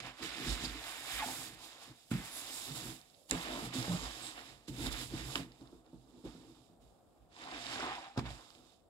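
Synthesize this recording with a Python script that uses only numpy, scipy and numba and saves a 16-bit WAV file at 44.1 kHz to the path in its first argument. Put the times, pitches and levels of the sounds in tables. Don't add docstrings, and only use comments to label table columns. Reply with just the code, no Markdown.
import sys
import numpy as np
from scipy import signal
from scipy.fft import rfft, irfft
from scipy.io import wavfile
from scipy.ndimage import uniform_filter1d
from numba import njit

SR = 44100
rng = np.random.default_rng(int(sys.argv[2]) if len(sys.argv) > 2 else 0)


def voltage_ratio(decibels):
    exponent = np.asarray(decibels, float) / 20
    return 10 ** exponent


def file_out(sig):
    cols = np.atleast_2d(sig).T
    lim = np.clip(cols, -1, 1)
    pcm = np.round(lim * 32767).astype(np.int16)
    wavfile.write(sys.argv[1], SR, pcm)


N = 392040
TIME = np.arange(N) / SR

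# lowest and highest pitch in Hz, bursts a second, length in cycles, size scatter in dB.
BUBBLES = [
    (2656, 10460, 14000, 0.59, 2.5),
    (552, 1260, 1500, 0.63, 2),
    (1500, 2970, 3500, 0.39, 2),
    (8280, 20600, 14000, 0.45, 2),
]
CRACKLE = (1300, 5400, 340, 0.73, 1.6)
# time in seconds, left minus right in dB, lead of the left port in samples.
HAND = [(0.0, -9, 7.6), (2.35, -5.5, 7.4), (3.07, -8.5, 11.9), (5.82, -9, 10.1), (5.92, -10.5, 11),
        (6.83, -13, 8.3), (7.03, -8.5, 14.5), (8.12, -6, 8.3), (8.89, -11.5, 11)]
# pitch in Hz, gain in dB.
BOWL_AIR = [(60, 0.5), (640, -3), (750, 0), (880, -2.5), (1400, 1), (15000, -1)]

# time in seconds, squeeze in dB,
# coarseness in dB (big bubbles over fine ones).
FRONT_RIM = [
    [(0.0, -45.5, 4), (0.016, -61, 3), (0.044, -57.5, 6.5), (0.072, -54, 7), (0.124, -66, 6),
     (0.168, -65, 0), (0.19, -57, 3)],
    [(0.228, -46.5, 1), (0.31, -55, 7.5), (0.522, -42, -3.5), (0.592, -49.5, 1), (0.654, -44, -2.5),
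     (0.664, -50.5, 1.5), (0.75, -53, 3.5)],
    [(0.8, -57.5, 7), (0.85, -53.5, 5.5), (1.03, -53.5, 3), (1.182, -47.5, 2), (1.208, -50.5, 8),
     (1.262, -49, -1), (1.33, -50, -1.5), (1.472, -53.5, -2.5), (1.52, -59.5, -1.5)],
    [(1.56, -62.5, 1.5), (1.64, -51, -10.5), (1.778, -63.5, 2.5), (1.836, -52.5, -5), (1.934, -66, -3),
     (1.99, -65.5, -9), (2.07, -65.5, -19)],
]
BACK_RIM = [
    [(2.113, -50, 5.5), (2.127, -56.5, 7.5), (2.299, -54.5, -0.5), (2.361, -51, -4), (2.587, -49, -8),
     (2.903, -51.5, -2.5), (2.925, -57.5, -0.5), (3.039, -72, -0.5), (3.219, -74.5, -12), (3.25, -77, -16)],
    [(3.287, -67, -16), (3.299, -47, -15), (3.307, -61, -6), (3.311, -48.5, 7), (3.321, -50.5, 4.5),
     (3.431, -47.5, -2.5), (3.451, -52, 6.5), (3.659, -50, -2.5), (3.7, -61, 2.5)],
    [(3.73, -57.5, 12), (3.74, -45.5, -3), (4.22, -52, -2.5), (4.256, -50.5, -5.5), (4.34, -56, -2.5),
     (4.38, -56.5, 6.5), (4.448, -59.5, -3), (4.48, -58, -1), (4.64, -72, -4)],
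]
TAP = [
    [(4.682, -51.5, -4), (4.714, -64, -2.5), (4.78, -53.5, -2), (4.864, -46, -1), (4.898, -59.5, 5),
     (4.928, -43.5, -10), (4.938, -52.5, 4.5), (5.034, -47.5, -3.5), (5.07, -56, -11)],
    [(5.1, -55.5, -5), (5.202, -51.5, -1), (5.226, -53.5, -4.5), (5.348, -51.5, -6), (5.356, -48, 7.5),
     (5.37, -48.5, 0.5), (5.48, -72.5, 2), (5.57, -72.5, -3)],
]
BOWL_FOAM = [
    [(5.61, -70, -7), (5.78, -75.5, -9), (5.836, -84, -5), (5.86, -78, -0.5), (6.028, -77, -20),
     (6.058, -76.5, -7), (6.205, -74.5, -11)],
    [(6.252, -64, -5), (6.267, -66.5, 0.5), (6.639, -76, -12), (6.791, -90, -7), (6.819, -77.5, -8.5),
     (7.071, -85, -7.5), (7.25, -84, -1)],
    [(7.28, -85, -7), (7.326, -68, -2), (7.418, -57, 3), (7.55, -54.5, 4.5), (7.6, -51.5, -1.5),
     (7.684, -48, -3), (7.812, -48.5, 5), (8.072, -62.5, 6), (8.13, -68, 0.5)],
]
DROP = [
    [(8.168, -68, 5), (8.178, -47, 1.3), (8.186, -55, 1), (8.194, -48.5, 2), (8.203, -59, 3),
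     (8.235, -69, 5.2)],
]
SETTLE = [
    [(8.244, -66, 5), (8.26, -58, 9.5), (8.285, -59.5, 5), (8.3, -57, 1), (8.5, -65, -11),
     (8.716, -70, -11), (8.776, -78, -25), (8.784, -78, -11), (8.89, -89, -12)],
]
# squelching pockets in dB, finest mist in dB, grip on the basin in dB.
WETNESS = [(1.5, -8, 2.5), (-5, -5, 4), (-2.5, 3, -4), (-1, -5.5, -2.5), (-1.5, 1.5, 0), (1.5, -3.5, 5.5),
           (0.5, -5.5, 4), (-1, -1, 6.5), (1, -3.5, 10), (9, -5, 21.5), (6, -4.5, 5), (2.5, -28, 2.5),
           (9.5, -7.5, 2), (6, -10, 2.5)]
POCKET_SLOPE, COARSE_SLOPE, MIST_SLOPE, COARSE_DB = 0.62, 1.14, -0.19, -2

# pitch in Hz, level in dB, time to fall 60 dB in seconds.
BODIES = [
    [(239, -18, 0.08), (258, 0.5, 0.12), (320, 1, 0.064), (387, -16.5, 0.016), (459, -9.5, 0.075)],
    [(46.2, 0, 0.25), (53.8, 6, 0.31), (63, -7, .2)],
    [(125, 6.5, 0.17), (128.7, -1, 0.09)],
    [(176, 0, 0.26), (227, -3.5, .2)],
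]
# pitch in Hz, level in dB, time to fall 60 dB in seconds.
GLAZE = [(540, -6.5, 0.015), (770, -34, 0.061), (900, -13, 0.065), (1290, -23, 0.026)]
# time in seconds, peak in dB, favoured pitch in Hz, upper modes over it in dB.
BUMPS = [(0.223, -52, 320, -26), (0.636, -25.5, 325, -26), (1.261, -39.5, 258, -1), (2.114, -20, 195, -18),
         (2.695, -48, 137, -13), (3.322, -38.5, 258, 7.5), (3.754, -35, 258, -22), (3.88, -31.5, 176, -1),
         (4.681, -31, 305, -29), (5.14, -32, 132, -23), (5.395, -39.5, 134, -20), (5.605, -57, 263, -12),
         (5.727, -40, 366, -8), (5.93, -39, 246, -25), (6.242, -35, 332, -16), (6.263, -40, 288, 3),
         (6.35, -38, 262, -13), (6.697, -49, 261, -29), (8.162, -53.5, 345, 8), (8.175, -26, 280, -16),
         (8.184, -36, 125, -23)]
# start in seconds,
# hold in seconds, level in dB, favoured pitch in octaves over the stand.
RUBS = [(0, 0.042, -56.5, 1.5), (0.21, 0.034, -45.5, 2.04), (0.372, 0.1, -48, 1.85),
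        (0.474, 0.036, -38.5, .3), (.46, 0.057, -49, 1.5), (0.608, 0.065, -44.5, 0.96),
        (0.726, 0.016, -70, .1), (1.12, 0.031, -51, 0.43), (1.256, 0.059, -54, 1.96),
        (1.36, 0.18, -57.5, 1.76), (1.875, 0.029, -56.5, 1.68), (2.115, 0.024, -40.5, 1.5),
        (2.166, 0.038, -49.5, 1.4), (2.673, 0.12, -54, 1.74), (2.807, 0.11, -50.5, 1.7),
        (3.309, 0.026, -44, 1.64), (3.487, 0.12, -47.5, 2.2), (3.617, 0.049, -45.5, 1.6),
        (3.753, 0.086, -43.5, 1.87), (3.896, 0.05, -41, 1.6), (3.99, 0.065, -48.5, 1.1),
        (4.496, 0.022, -56.5, 1.23), (4.689, 0.052, -47, 1.53), (4.777, 0.11, -43.5, .2),
        (4.779, 0.085, -44, 1.9), (4.948, 0.2, -49, 1.18), (5.117, 0.037, -44, 1.7),
        (5.199, 0.073, -47, 1.22), (5.366, 0.074, -42, 2.88), (2.688, 0.02, -50, 2.1),
        (7.428, .03, -58, 2.3), (7.5, 0.077, -53.5, 2.35), (7.732, .02, -60, 3.2),
        (7.795, 0.12, -55, 2.4),
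        (5.609, 0.0053, -52.5, 1.94), (5.72, 0.035, -55, 2.3), (5.93, 0.028, -54.5, 1.85),
             (6.13, 0.06, -59, 2.15), (6.245, 0.017, -43.5, 2.15), (6.33, 0.17, -55.5, 2.1),
             (6.55, 0.069, -64.5, 2), (6.7, 0.042, -65.5, 1.8), (6.8, 0.035, -59, 0.11),
             (7.18, 0.042, -66, .1), (7.86, 0.036, -73, .3), (8.176, 0.013, -44, 1.91),
             (8.21, 0.089, -43.5, 1.1), (8.55, 0.1, -64.5, 2.17)]
BODY_OCTAVES = [2.02, 0.13, 1.56, 1.52]
BODY_RUB_DB = [1.4, 2.5, 0.35, 2.7]
SLIDE_DB = [-6, -16, -16.5, -26.5]
OFF_PITCH_DB = [12.2, 4.3, 28, 120]
RUB_RISE_DB_S, RUB_FALL_DB_S, OFF_PITCH_MOST_DB = 1309, 332, 14.5
# time in seconds, peak in dB, pitch in Hz, length in cycles.
JUDDERS = [(.505, -33, 56, 0.7), (1.262, -44.5, 260, 3.1), (1.29, -47, 266, 2.9), (2.115, -30, 239, 0.89),
           (2.126, -30, 147, 1.4), (2.148, -31.5, 189, 1.4), (2.175, -35, 184, 1.3), (2.2, -45, 168, 1.8),
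           (3.325, -36, 261, 3.5), (3.33, -34, 427, 2.2), (3.36, -39, 171, 2.4), (3.625, -41, 227, 2.6),
           (3.755, -34, 255.3, 5.4), (3.78, -33, 125, 1.6), (3.885, -30.5, 176, 3.6),
           (3.915, -36, 175.7, 2.2), (3.942, -31, 162, 1.1), (3.9, -46.5, 597, 6), (3.945, -45, 616, 4),
           (4.688, -37, 292, 1.7), (4.8, -39, 285, 3), (4.858, -35, 274, 2), (5.135, -32.5, 309, 1.9),
           (5.27, -43, 135, 3), (5.36, -38.5, 275, 2), (5.385, -37.5, 266, 3.4), (5.398, -39.5, 192, 0.9),
           (5.414, -44, 168, .8), (5.614, -44, 271, 1.4), (6.25, -38, 320, 1.4), (4.86, -42.5, 150, 2),
           (5.726, -44.5, 330, 1.4), (5.933, -46.5, 233, 1.5), (2.7, -41, 148, 2.3),
           (8.229, -40, 230, 0.55), (8.29, -44, 110, 0.93), (7.54, -47.5, 290, 2.7), (7.732, -44, 248, 1.2),
           (7.855, -46, 275, 1.6), (8.2195, -36, 190, 0.43), (8.245, -39, 200, 0.44)]

# time in seconds, peak in dB, pitch in Hz.
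TICKS = [(0.384, -36, 2820), (2.525, -36, 7800), (2.5504, -36, 7830), (3.0144, -48, 5070),
         (3.0999, -52, 5030), (3.1474, -54, 3820), (3.2321, -63, 3720), (3.8272, -31, 5120),
         (4.2679, -36.5, 3510), (5.5199, -53, 3780), (5.8636, -61, 3810), (7.4394, -41, 3630),
         (7.5144, -41, 3790), (7.667, -31.5, 3570), (8.8054, -69, 4210)]
TICK_DB, TICK_CYCLES = 5, .35
# start in seconds, length in seconds, pitch in Hz, level of a bubble in dB.
SWISHES = [
    (.643, 0.0182, 4600, -44.5),
    (4.214, .09, 8530, -46),
    (1.25, 0.07, 840, -55.5),
    (7.4, 0.54, 710, -67),
    (7.76, 0.36, 797, -60),
]
# start in seconds, length in seconds, pitch in Hz,
# level of a bubble in dB.
JETS = [(2.308, .12, 10800, -42.5), (2.502, .12, 8100, -48.5), (2.582, .2, 3800, -63),
        (7.773, .14, 386, -63), (3.119, 0.18, 560, -77.5), (3.862, 0.23, 7100, -54),
        (3.448, .13, 630, -56.5), (3.525, .05, 990, -57), (4.76, .1, 3700, -62), (4.941, .08, 3770, -60),
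        (4.978, .06, 734, -75), (5.31, .04, 3700, -60), (7.784, .17, 1150, -54)]
PORE_SPREAD_OCTAVES = .26
# start in seconds, length in seconds, first and last pitch in Hz,
# spread in octaves, length of a bubble in cycles.
SLURP = (1.05, .195, 3400, 1400, 1.1, 1.4)
SLURP_DB, SLURP_SWELL_DB = -51.5, 6
# time in seconds, pitch in Hz, level in dB.
GULP = [(1.18, 1380, -67), (1.195, 1277, -43), (1.21, 1100, -41.5), (1.223, 950, -40), (1.228, 874, -35),
        (1.235, 823, -36.5), (1.248, 725, -40), (1.258, 700, -68)]
# time in seconds, peak
# in dB, pitch in Hz, length in cycles.
PLOPS = [(1.196, -38, 1820, 3), (1.207, -41, 1930, 3), (1.213, -41, 2400, 3), (2.113, -39, 1410, 2.6),
         (3.3105, -17, 13500, .8), (5.3558, -24, 2890, 1.9), (5.3558, -29, 1290, 1.1),
         (5.3558, -36, 5000, 0.9), (5.5195, -59, 3620, 1), (5.932, -53, 560, 0.67), (6.248, -50, 810, 1.4),
         (7.365, -50, 1000, 0.97), (7.454, -47, 760, 2.2), (7.52, -48, 760, 3.3), (7.732, -42, 996, 1.5),
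         (7.786, -43, 736, 3.7), (7.805, -33, 1470, 1.9), (7.757, -37, 1570, 2.3), (7.825, -48, 1300, 2.5),
         (7.84, -36, 1500, 2.2), (7.835, -45, 750, 2.7), (7.866, -38, 970, 2.5), (7.875, -41.5, 736, 5.2),
         (7.918, -35, 793, 2.2), (7.981, -38.5, 950, 2.1), (8.04, -52, 750, 2.6), (8.162, -45, 800, 0.65),
         (8.176, -24.5, 227, 0.27), (8.183, -24, 136, 0.21), (8.1915, -27.5, 410, 0.21),
         (8.211, -33, 190, 0.3), (8.263, -43, 900, 1.1), (8.305, -42.5, 690, 0.93)]
# time in seconds, peak in dB, pitch in Hz.
POPS = [(2.1133, -42, 1520), (3.1428, -48, 3750), (4.6803, -51, 5000), (4.9232, -47, 5170),
        (5.3564, -21, 3600), (5.52, -41.5, 3800), (5.6111, -44, 3800), (5.674, -43, 4080),
        (7.3285, -57.5, 3780), (7.365, -35.5, 3000), (7.735, -29, 1700), (7.64, -29, 3730),
        (8.305, -35, 3700), (8.551, -40, 3900), (8.177, -26.5, 3620), (8.1925, -28, 3460),
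        (8.2582, -46, 2650), (8.5044, -38, 3560)]
# time in seconds, peak in dB, pitch in Hz.
SNAP = [
    (3.3103, -25, 4960),
    (3.3104, -13.5, 9050),
]
SNAP_LEFT_DB, SNAP_SPREAD_OCTAVES, SNAP_CYCLES = -5, .3, .7

# pitch in Hz, level in dB per Hz.
HOUSE_AIR = [(15, -24.5), (25, 6.5), (631, 2), (703, 6), (970, -8.5), (1170, -8.5), (2010, -25.5),
             (3830, -32.5), (6210, -39), (7300, -22), (15500, -31)]
AIR_DB, ROOM_T60_S, ROOM_DB = -71, .22, -11
# pitch in Hz, gain in dB.
LEFT_PORT = [(40, -7), (130, -4), (700, -1.5), (2000, -2), (4000, -6.5), (5300, -5), (6000, -10),
             (6700, -6), (7900, -8.5), (8700, -12.5), (12000, -8.5), (15500, -11.5)]
# pitch in Hz, gain in dB.
RIGHT_PORT = [(40, -0.5), (130, -1.1), (1500, 0), (3250, 5), (3700, 10.5), (4250, 4.5), (5100, 7.5),
              (5450, 4.5), (5750, 0.5), (6250, 0.5), (7000, 5.5), (8000, 3.5), (9500, -5), (10800, -0.5),
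              (11500, -0.5), (11800, -5), (15500, -17)]
TOP_HZ = 15750


def curves(table):
    s, *columns = np.transpose(table)
    return [np.interp(TIME, s, c) for c in columns]


def colour(x, points):
    hz, db = np.transpose(points)
    bins = np.arange(2049) * SR / 4096 + 1
    cepstrum = irfft(np.log(voltage_ratio(np.interp(np.log(bins), np.log(hz), db))))
    cepstrum[1:2048] *= 2
    cepstrum[2049:] = 0
    return signal.fftconvolve(x, irfft(np.exp(rfft(cepstrum))))[:N]


def ports(x):
    return np.array([colour(x[0], LEFT_PORT), colour(x[1], RIGHT_PORT)])


def walk(rate):
    k = int(SR / rate)
    held = np.repeat(rng.standard_normal(N // k + 1), k)
    return 1.3 * uniform_filter1d(uniform_filter1d(held, k), k)[:N]


def slips(rate, fade_s):
    kicks = (rng.random(N) < rate / SR) * rng.random(N)
    fading = signal.lfilter([1], [1, -np.exp(-1 / (fade_s * SR))], kicks)
    surge = uniform_filter1d(fading, 150)
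    return (surge - surge.mean()) / surge.std()


@njit
def bursts(at, hz, size, cycles):
    out = np.zeros(N + 8000)
    for k in range(len(at)):
        i, tau = int(at[k]) + 1, cycles * SR / hz[k]
        s = complex(-1 / tau, 2 * np.pi * hz[k] / SR)
        t, step = i - at[k], np.exp(s)
        z = size[k] * np.e / tau * np.exp(s * t)
        for j in range(int(8 * tau)):
            out[i + j] += (t + j) * z.imag
            z *= step
    return out[:N]


def cluster(start_s, length_s, hz, db, lag, spread, cycles, count):
    u = rng.random((count, 3)).T
    at = (start_s + length_s * (np.arange(count) + u[0]) / count) * SR
    pitch = np.minimum(hz * 2 ** (spread * (u[1] - .5)), .36 * SR)
    swell = np.sqrt(np.sin(np.pi * (np.arange(count) + 1) / (count + 1)))
    size = voltage_ratio(db) * swell * np.sign(u[2] - .5)
    left = bursts(at - lag[int(at[0])], pitch, size, cycles)
    return np.array([left, bursts(at, pitch, size, cycles)])


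def strokes(tables):
    rows = [tuple(row) for table in tables for row in table]
    for before, after in zip(tables, tables[1:]):
        rows.append((after[0][0] - .011, *before[-1][1:]))
    return curves(sorted(rows))


def lather():
    tables = FRONT_RIM + BACK_RIM + TAP + BOWL_FOAM + DROP + SETTLE
    return strokes([[(*row, *wet) for row in table] for table, wet in zip(tables, WETNESS)])


def foam(lag):
    fine_db, coarse_db, pocket_db, mist_db, _ = lather()
    pockets = pocket_db + POCKET_SLOPE * coarse_db
    coarse = COARSE_DB + COARSE_SLOPE * coarse_db
    mist = mist_db + MIST_SLOPE * coarse_db
    levels = [0, pockets, coarse, mist, coarse - 5.5]
    out, surge = 0, .6 * slips(22, .03)
    for (lo, hi, rate, cycles, scatter_db), over_db in zip(BUBBLES + [CRACKLE], levels):
        u = rng.random((int(rate * N / SR), 5)).T
        at = u[0] * (N - 200) + 100
        hz = lo * (hi / lo) ** u[1]
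        size = voltage_ratio(-scatter_db * np.log(1.002 - u[2])) * np.sqrt(hz) * np.sign(u[3] - .5)
        own_lag = lag[at.astype(int)] + np.clip(2.5 * np.tan(np.pi * (u[4] - .5)), -60, 60)
        pair = ports([bursts(at - own_lag, hz, size, 1. * cycles), bursts(at, hz, size, 1. * cycles)])
        level_db = fine_db + over_db + surge + 1.47 * walk(25) - 2.5
        out = out + pair / pair.mean(0).std() * voltage_ratio(level_db)
    return np.array([colour(side, BOWL_AIR) for side in out])


def drag():
    squeeze_db, coarse_db, *_, grip_db = lather()
    power = [voltage_ratio(2 * (squeeze_db + 0.39 * coarse_db + grip_db + db)) for db in SLIDE_DB]
    for start, hold, db, octave in RUBS:
        rise_db = RUB_RISE_DB_S * (TIME - start)
        fall_db = RUB_FALL_DB_S * (start + hold - TIME)
        shape = voltage_ratio(2 * np.minimum(np.minimum(rise_db, fall_db), 0))
        for k, body_octave in enumerate(BODY_OCTAVES):
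            loss_db = min(OFF_PITCH_DB[k] * (octave - body_octave) ** 2, OFF_PITCH_MOST_DB)
            power[k] = power[k] + shape * voltage_ratio(2 * (db + BODY_RUB_DB[k] - loss_db))
    return [10 * np.log10(p) for p in power]


def struck(db, contact_s):
    blows, contact = np.zeros(N), np.hanning(int(contact_s * SR))
    blows[(np.transpose(BUMPS)[0] * SR).astype(int)] = voltage_ratio(db)
    return np.convolve(blows, contact / contact.sum())[:N]


def ring(push, hz, t60):
    pole = np.exp((2j * np.pi * hz - np.log(1000) / t60) / SR)
    return signal.lfilter([1], [1, -pole], push).imag


def counter():
    (_, db, hz, upper_db), drags = np.transpose(BUMPS), drag()
    out, stutter = 0, 1.5 * slips(20, .03)
    for modes, drag_db in zip(BODIES, drags):
        body = 0
        for mode_hz, mode_db, t60 in modes:
            even = np.sqrt(4 * np.log(1000) / (t60 * SR))
            rub = rng.standard_normal((2, N)) * voltage_ratio(drag_db - 5.0 + stutter) * even
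            blow = struck(db - 7.0 - np.minimum(25 * np.log2(mode_hz / hz) ** 2, 27), 0.0025)
            body = body + voltage_ratio(mode_db) * ring(rub + blow * [[1], [0]], mode_hz, t60)
        low_cut = signal.butter(2, .8 * modes[0][0], "high", fs=SR, output="sos")
        out = out + signal.sosfilt(low_cut, body)
    scrape = voltage_ratio(drags[0] - 29 + stutter)
    for mode_hz, mode_db, t60 in GLAZE:
        push = struck(db + upper_db + 15.5, 0.0024) + scrape * rng.standard_normal(N)
        out[0] += voltage_ratio(mode_db) * ring(push, mode_hz, t60)
    common, unlike = out
    return ports([common + voltage_ratio(-8.0) * unlike, common - voltage_ratio(-18.0) * unlike])


def air():
    shared, left, right = (colour(rng.standard_normal(N), HOUSE_AIR) for _ in range(3))
    pair = np.array([left, right]) + 0.99 * shared
    return pair / pair.mean(0).std() * voltage_ratio(AIR_DB + 2.0 * walk(2.44))


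def tiles(x, t60):
    t = np.arange(SR // 2) / SR
    tail = rng.standard_normal((2, len(t))) * voltage_ratio(-60 * t / t60) * (t > .0015)
    tail = tail / np.sqrt((tail ** 2).sum(1, keepdims=True))
    return signal.fftconvolve(x, tail, axes=1)[:, :N]


def plops(table, lag):
    left, right = np.zeros(N), np.zeros(N)
    for s, db, hz, cycles in table:
        at, pitch, size = np.array([s * SR]), np.array([1. * hz]), voltage_ratio([db])
        left += bursts(at - 0.98 * lag[int(s * SR)], pitch, size, 1. * cycles)
        right += bursts(at, pitch, size, 1. * cycles)
    return ports([left, right])


def ticks(lag):
    return plops([(s, db + TICK_DB, hz, TICK_CYCLES) for s, db, hz in TICKS], lag)


def judders():
    return plops(JUDDERS, np.zeros(N))


def pore_streams(table, lag, cycles):
    return ports(sum(cluster(s, length, hz, db, lag, PORE_SPREAD_OCTAVES, cycles, count=int(2500 * length))
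                     for s, length, hz, db in table))


def slurp(lag):
    s, length, from_hz, to_hz, spread, cycles = SLURP
    share = np.linspace(0, 1, 700) ** 2
    hz = from_hz * (to_hz / from_hz) ** share
    return ports(cluster(s, length, hz, SLURP_DB + SLURP_SWELL_DB * share, lag, spread, cycles, count=700))


def gulp():
    hz, db = curves(GULP)
    phase = 2 * np.pi * np.cumsum(hz * (1 + .045 * walk(400))) / SR
    sounding = (TIME > GULP[0][0]) & (TIME < GULP[-1][0])
    overtone = .4 * voltage_ratio(1.5 * walk(300)) * (np.sin(2 * phase) + .4 * np.sin(3 * phase))
    return voltage_ratio(db + 1.7 * walk(200)) * sounding * (np.sin(phase) + overtone)


def pops(lag):
    return ports(sum(cluster(s, 0.00091, hz, db - 9.0, lag, 0.8, 0.37, count=4) for s, db, hz in POPS))


def snap(lag):
    pair = sum(cluster(s, .0009, hz, db, lag, SNAP_SPREAD_OCTAVES, SNAP_CYCLES, count=3) for s, db, hz in SNAP)
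    return ports(pair * voltage_ratio([[SNAP_LEFT_DB], [0]]))


def scene():
    pan_db, lag = curves(HAND)
    pan_db = pan_db - pan_db.mean()
    near = foam(lag) * voltage_ratio(np.array([pan_db, -pan_db]) / 2)
    near = near + ticks(lag) + pore_streams(SWISHES, lag, 2.5) + slurp(lag) + gulp()
    near = near + plops(PLOPS, lag) + pops(lag) + pore_streams(JETS, lag, 1.96) + snap(lag)
    solid = counter() + judders()
    return near + solid + voltage_ratio(ROOM_DB) * tiles(near, ROOM_T60_S) + air()


def top_cut(x):
    return signal.sosfilt(signal.butter(12, 16640, fs=SR, output="sos"), x)


def record(dry):
    x = signal.sosfilt(signal.butter(3, 36, "high", fs=SR, output="sos"), dry)
    x = signal.sosfilt(signal.ellip(10, .3, 60, TOP_HZ, fs=SR, output="sos"), x)
    return top_cut(x)


dry = scene()
out = record(dry)
file_out(out)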